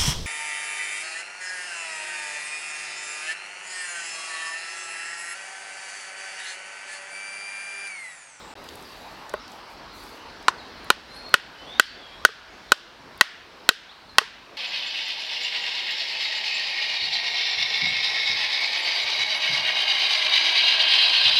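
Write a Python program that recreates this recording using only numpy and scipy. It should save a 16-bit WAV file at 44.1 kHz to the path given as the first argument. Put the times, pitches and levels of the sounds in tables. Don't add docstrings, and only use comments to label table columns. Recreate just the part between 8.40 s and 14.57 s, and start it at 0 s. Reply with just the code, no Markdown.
import sys
import numpy as np
from scipy import signal
from scipy.fft import rfft, irfft
from scipy.io import wavfile
from scipy.ndimage import uniform_filter1d

SR = 44100
rng = np.random.default_rng(int(sys.argv[2]) if len(sys.argv) > 2 else 0)


def store_wav(level_fs):
    pcm = np.round(np.clip(np.atleast_2d(level_fs), -1, 1) * 32767)
    wavfile.write(sys.argv[1], SR, pcm.T.astype(np.int16))


N = 272097
TIME = np.arange(N) / SR


def blows(contact_hz=5250, firm_db=1.2, soften_oct_per_db=0.24, scatter_db=2.0, slab_delay_s=0.0047):
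    # start in seconds, force in dB, pitch factor, then the weights in dB that the point
    strikes = [(0.9394, -12.5, 1.01, 17.5, 10, -1, -6), (2.0827, 0, 0.94, -13, 6, -9.5, -14),
               (2.503, 3, 0.95, 3, 0, -2.5, -0.5), (2.9410, 10, 0.97, 3.5, -12, -2, -2),
               (3.3973, 13, 1.03, -8.5, -23, -3.5, 0.5), (3.8503, 16.5, 1.003, -1.5, -21, -10, -6),
               (4.3199, 11, 0.99, 2, -1, -9, 1.5), (4.8106, 10, 1.03, -6, -2.5, 2.5, 1.5),
               (5.2905, 12.5, 1.014, -12.5, -23, -5.5, 1), (5.7836, 7, 1.03, -10.5, 9.5, 5.5, 5.5)]
    regions_hz = [500, 900, 1500, 1900, 3000]
    # nominal frequency in Hz, level in dB, free t60 in seconds.
    wood_modes = [(377, -27.5, 0.032), (598, -16.5, 0.034), (794, -18, 0.014), (1083, -5, 0.02),
                  (1244, -5, 0.012), (1492, 2, 0.017), (1655, -20, 0.044), (1858, -3, 0.019),
                  (2460, -36, 0.033), (2520, -8, 0.02), (2690, -5.5, 0.039), (3040, -3, 0.024),
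                  (3460, -23.5, 0.033), (3860, -1.5, 0.03), (4450, -5, 0.033), (5367, -7.5, 0.021),
                  (6500, -16, .008), (7200, -9.5, 0.00294), (9580, -6, 0.0074), (11770, -22, .004),
                  (13900, -26.5, 0.0031)]
    # frequency in Hz, level in dB.
    crack_spectrum = [(200, -25), (1000, -30), (3000, 22.5), (6000, 19), (10000, 10), (16000, -6)]
    # frequency in Hz, level in dB, t60 in seconds.
    trunk_bands = [(200, -26.5, 0.2), (700, -10, 0.24), (1130, -7.5, 0.52), (1540, -3.5, 0.92),
                   (1920, -2.5, 0.62), (2310, -11, 1), (2930, -5.5, 0.73), (4050, -9, 0.72),
                   (5300, -10, 0.56), (6800, -22.5, 0.63), (9570, -22, 0.28), (16000, -29, .22)]
    out, t = np.zeros(N), np.arange(4096) / SR
    hz, db, free_t60 = np.transpose(wood_modes)
    t60 = np.minimum(free_t60, 44 / hz)
    tearing = amp(-7) * fade(t, 0.0053) + amp(-20) * fade(t, 0.049)
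    radiation = signal.butter(3, 260, "high", fs=SR)
    for start, force_db, pitch, thud, hollow, upper, clack in strikes:
        place = list(zip(regions_hz, [thud, hollow, 0, upper, clack]))
        mode_db = db + value_at(place, hz) + scatter_db * rng.standard_normal(len(hz))
        knock = ring(zip(hz * pitch, mode_db, t60), t)
        knock += noise(crack_spectrum, len(t)) * tearing
        corner_hz = contact_hz * 2 ** (soften_oct_per_db * min(force_db - firm_db, 0))
        contact = signal.butter(1, corner_hz, fs=SR)
        knock = amp(force_db) * signal.lfilter(*contact, knock)
        knock = signal.lfilter(*radiation, knock)
        add(out, start, knock)
        add(out, start + slab_delay_s, amp(-13) * knock)
        colour = amp(0.78 * value_at(place, np.fft.rfftfreq(SR, 1 / SR)))
        scattered = irfft(rfft(tree_echo(trunk_bands)) * colour, SR)
        add(out, start, amp(force_db) * signal.lfilter(*contact, scattered))
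    return out


def ring(modes, t):
    return sum((-1) ** k * amp(db) * fade(t, t60) * np.sin(2 * np.pi * hz * t)
               for k, (hz, db, t60) in enumerate(modes))


def tree_echo(bands, near_db=6, near_t60=0.19, onset_s=0.0017):
    hz, t, spectra = signal.stft(rng.standard_normal(SR), SR, nperseg=256)
    far = fade(t, value_at(bands, hz, column=2)[:, None])
    near = amp(near_db) * fade(t, near_t60)
    spectra = spectra * amp(value_at(bands, hz))[:, None] * (far + near)
    build_up = 1 - np.exp(-(TIME[:SR] / onset_s) ** 2)
    response = signal.istft(spectra)[1][:SR] * build_up
    return response / np.linalg.norm(response)


def landings():
    # start in seconds, level in dB.
    bumps = [(3.89, -19.5), (5.31, -17), (5.815, -18.5)]
    # frequency in Hz, level in dB, t60 in seconds.
    foot_modes = [(445, -2.5, 0.056), (375, -17, .04), (640, -11, .03), (1250, 1.5, 0.026)]
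    out, t = np.zeros(N), np.arange(4096) / SR
    for start, db in bumps:
        add(out, start, amp(db) * ring(foot_modes, t))
    return out


def handling(grain_db=1.0, skirt_db=-24, tick_t60=0.017):
    # start in seconds, length in seconds, level in dB.
    slides = [(.15, 0.91, -58.5), (1.08, 0.16, -62), (1.29, .08, -61.5), (1.52, 0.33, -56)]
    # frequency in Hz, level in dB.
    friction_spectrum = [(3000, -34.5), (6000, -4), (8000, -5), (9500, -8), (11800, -3.5), (14000, -12),
                         (16000, -8)]
    # start in seconds, level in dB, centre frequency in Hz.
    ticks = [(.240, -44, 10000), (0.289, -32.5, 3650), (.3552, -41.5, 10100), (.4245, -46.5, 8000),
             (0.8946, -33.5, 5200), (0.937, -40.5, 10100), (1.079, -41, 4440), (1.1185, -43, 6500),
             (1.638, -48, 9000), (2.027, -48, 6000), (2.4449, -47, 11100), (2.8919, -47, 11100),
             (4.7765, -45, 11000)]
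    rubbing = np.zeros(N)
    for start, length, db in slides:
        add(rubbing, start, amp(db) * swell(round(length * SR), peak=0.19))
    out = rubbing * amp(grain_db * wander(N, 83)) * noise(friction_spectrum, N)
    t = np.arange(2048) / SR
    for start, db, hz in ticks:
        band = [(hz / 3, skirt_db), (hz, 0), (hz * 3, skirt_db)]
        add(out, start, amp(db) * noise(band, len(t)) * fade(t, tick_t60))
    return out


def birds(echo_db=-8, near_waver=.01, far_waver=.045):
    # start and length in seconds, level in dB, gain of the direct path through the leaves
    # in dB, then the glide's nominal first pitch, last pitch and bow in Hz.
    notes = [(.41, 0.11, -46, -30.5, 5210, 3700, 100), (0.971, 0.081, -49, -30.5, 5700, 4760, 202),
             (1.464, 0.21, -50, -29.5, 3830, 4640, 101), (2.18, 0.038, -45, -3.5, 4480, 3780, -81),
             (2.673, 0.29, -42.5, -3.5, 4023, 4160, 240.5), (3.141, .13, -46, -4.5, 2945, 3150, 2),
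             (3.263, 0.16, -40, -5.5, 3303, 3730, 200), (3.40, .11, -34, -14, 4140, 4560, 149),
             (3.539, .22, -43.5, -5.5, 3690, 3340, -190), (4.07, 0.15, -54, -28, 7100, 6750, -400),
             (5.49, .035, -43, 0, 3180, 4470, 98), (5.689, 0.029, -47, -2.5, 4300, 3880, 130)]
    # frequency in Hz, level in dB, t60 in seconds.
    canopy_bands = [(2000, 7.5, 1), (5100, 5.5, 0.62), (10000, -9, .3)]
    direct, sung = np.zeros(N), np.zeros(N)
    for start, length, db, direct_db, *glide in notes:
        waver = np.interp(direct_db, [-30, -4], [far_waver, near_waver])
        tone = whistle(length, *glide, partials=[(0.99, 0)], waver=waver)
        tone = amp(db) * tone * swell(len(tone), peak=.26) ** 0.47
        add(direct, start, amp(direct_db) * tone)
        add(sung, start, tone)
    start, tone = reedy_call()
    add(direct, start, amp(-7) * tone)
    add(sung, start, tone)
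    canopy = tree_echo(canopy_bands, near_db=-1.5, onset_s=0.00594)
    return direct + amp(echo_db) * signal.fftconvolve(sung, canopy)[:N]


def whistle(length, first_hz, last_hz, bow_hz, partials, waver, flutter_db=1.5):
    progress = np.linspace(0, 1, round(length * SR))
    hz = first_hz + (last_hz - first_hz) * progress + bow_hz * (1 - (2 * progress - 1) ** 2)
    cycles = np.cumsum(hz * (1 + waver * wander(len(hz), 83))) / SR
    tone = sum(amp(db) * np.sin(2 * np.pi * multiple * cycles) for multiple, db in partials)
    return unit(tone) * amp(flutter_db * wander(len(hz), 60))


def reedy_call(fade_db=25):
    # start and length in seconds, level in dB, top fundamental in Hz, drop at the ends in Hz.
    call = [(2.65, .235, -49, 872, 170)]
    # multiple of the fundamental, level in dB.
    harmonics = [(9, -10.5), (10, -5), (12, -3), (13, -7)]
    start, length, db, top_hz, drop_hz = call[0]
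    end_hz = top_hz - drop_hz
    tone = whistle(length, end_hz, end_hz, drop_hz, harmonics, waver=.003)
    return start, tone * amp(db - fade_db * abs(np.linspace(-1, 1, len(tone))))


def insects(db=-58, until_s=.14):
    return amp(db) * noise([(5500, -31), (7000, -4), (8100, -1), (8900, -23)], N) * (TIME < until_s)


def forest(patchy_db=1.9):
    # frequency in Hz, spectral density in dB.
    wash_spectrum = [(12, -9), (35, 25), (60, 14), (120, -1.5), (250, 1.5), (500, 0.5), (900, 2.5),
                     (1400, -1), (2200, -5), (3300, -7.5), (4400, -7), (5500, -12.5), (6600, -23),
                     (10000, -31), (16000, -36.5)]
    # time in seconds, level in dB.
    levels = [(0, -39.5), (2, -40), (3.2, -37), (4.5, -40), (6.2, -43)]
    spectra = signal.stft(noise(wash_spectrum, N), nperseg=1024)[2]
    patches = uniform_filter1d(rng.standard_normal(spectra.shape), size=9, axis=0)
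    patches = unit(uniform_filter1d(patches, size=8, axis=1))
    wash = unit(signal.istft(spectra * amp(patchy_db * patches))[1][:N])
    return wash * amp(np.interp(TIME, *np.transpose(levels)))


def amp(db):
    return 10 ** (np.asarray(db) / 20)


def unit(x):
    return x / np.sqrt(np.mean(x ** 2) + 1e-20)


def fade(t, t60):
    return np.exp(-np.log(1000) * t / np.maximum(t60, 1e-4))


def swell(size, peak):
    return np.sin(np.pi * np.interp(np.arange(size) / size, [0, peak, 1], [0, .5, 1]))


def value_at(points, hz, column=1):
    table = np.array(points, float)
    return np.interp(np.log(hz + 1), np.log(table[:, 0] + 1), table[:, column])


def add(mix, start, sound):
    part = mix[round(start * SR):][:len(sound)]
    part += sound[:len(part)]


def noise(spectrum, size):
    gain = amp(value_at(spectrum, np.fft.rfftfreq(size, 1 / SR)))
    return unit(irfft(rfft(rng.standard_normal(size)) * gain, size))


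def wander(size, rate_hz):
    lowpass = np.exp(-(np.fft.rfftfreq(size, 1 / SR) / rate_hz) ** 2)
    return unit(irfft(rfft(rng.standard_normal(size)) * lowpass, size))


def scene():
    return (blows() + landings() + handling() + birds() + forest() + insects())[None]


def record(dry, threshold_db=3, recover_s=0.2, attack_s=0.0018, hiss_db=-69, edge_hz=16100):
    # frequency in Hz, spectral density in dB.
    hiss_spectrum = [(100, 2), (6000, 6.5), (10000, -2), (16000, -5.5)]
    over_db = np.maximum(20 * np.log10(abs(dry[0]) + 1e-9) - threshold_db, 1e-6)
    release = TIME / recover_s
    held_db = np.exp(np.maximum.accumulate(np.log(over_db) + release) - release)
    lag = np.exp(-1 / (attack_s * SR))
    duck_db = signal.lfilter([1 - lag], [1, -lag], held_db)
    sound = np.clip(dry * amp(-duck_db), -.9, .9)
    sound += amp(hiss_db) * noise(hiss_spectrum, N)
    sound = signal.lfilter(*signal.butter(2, 120, "high", fs=SR), sound)
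    sound *= (TIME < .139) | (TIME > .154)
    lowpass = signal.firwin(255, edge_hz, window=("kaiser", 8), fs=SR)
    return signal.oaconvolve(sound, lowpass[None], "same")


dry = scene()
out = record(dry)
store_wav(out)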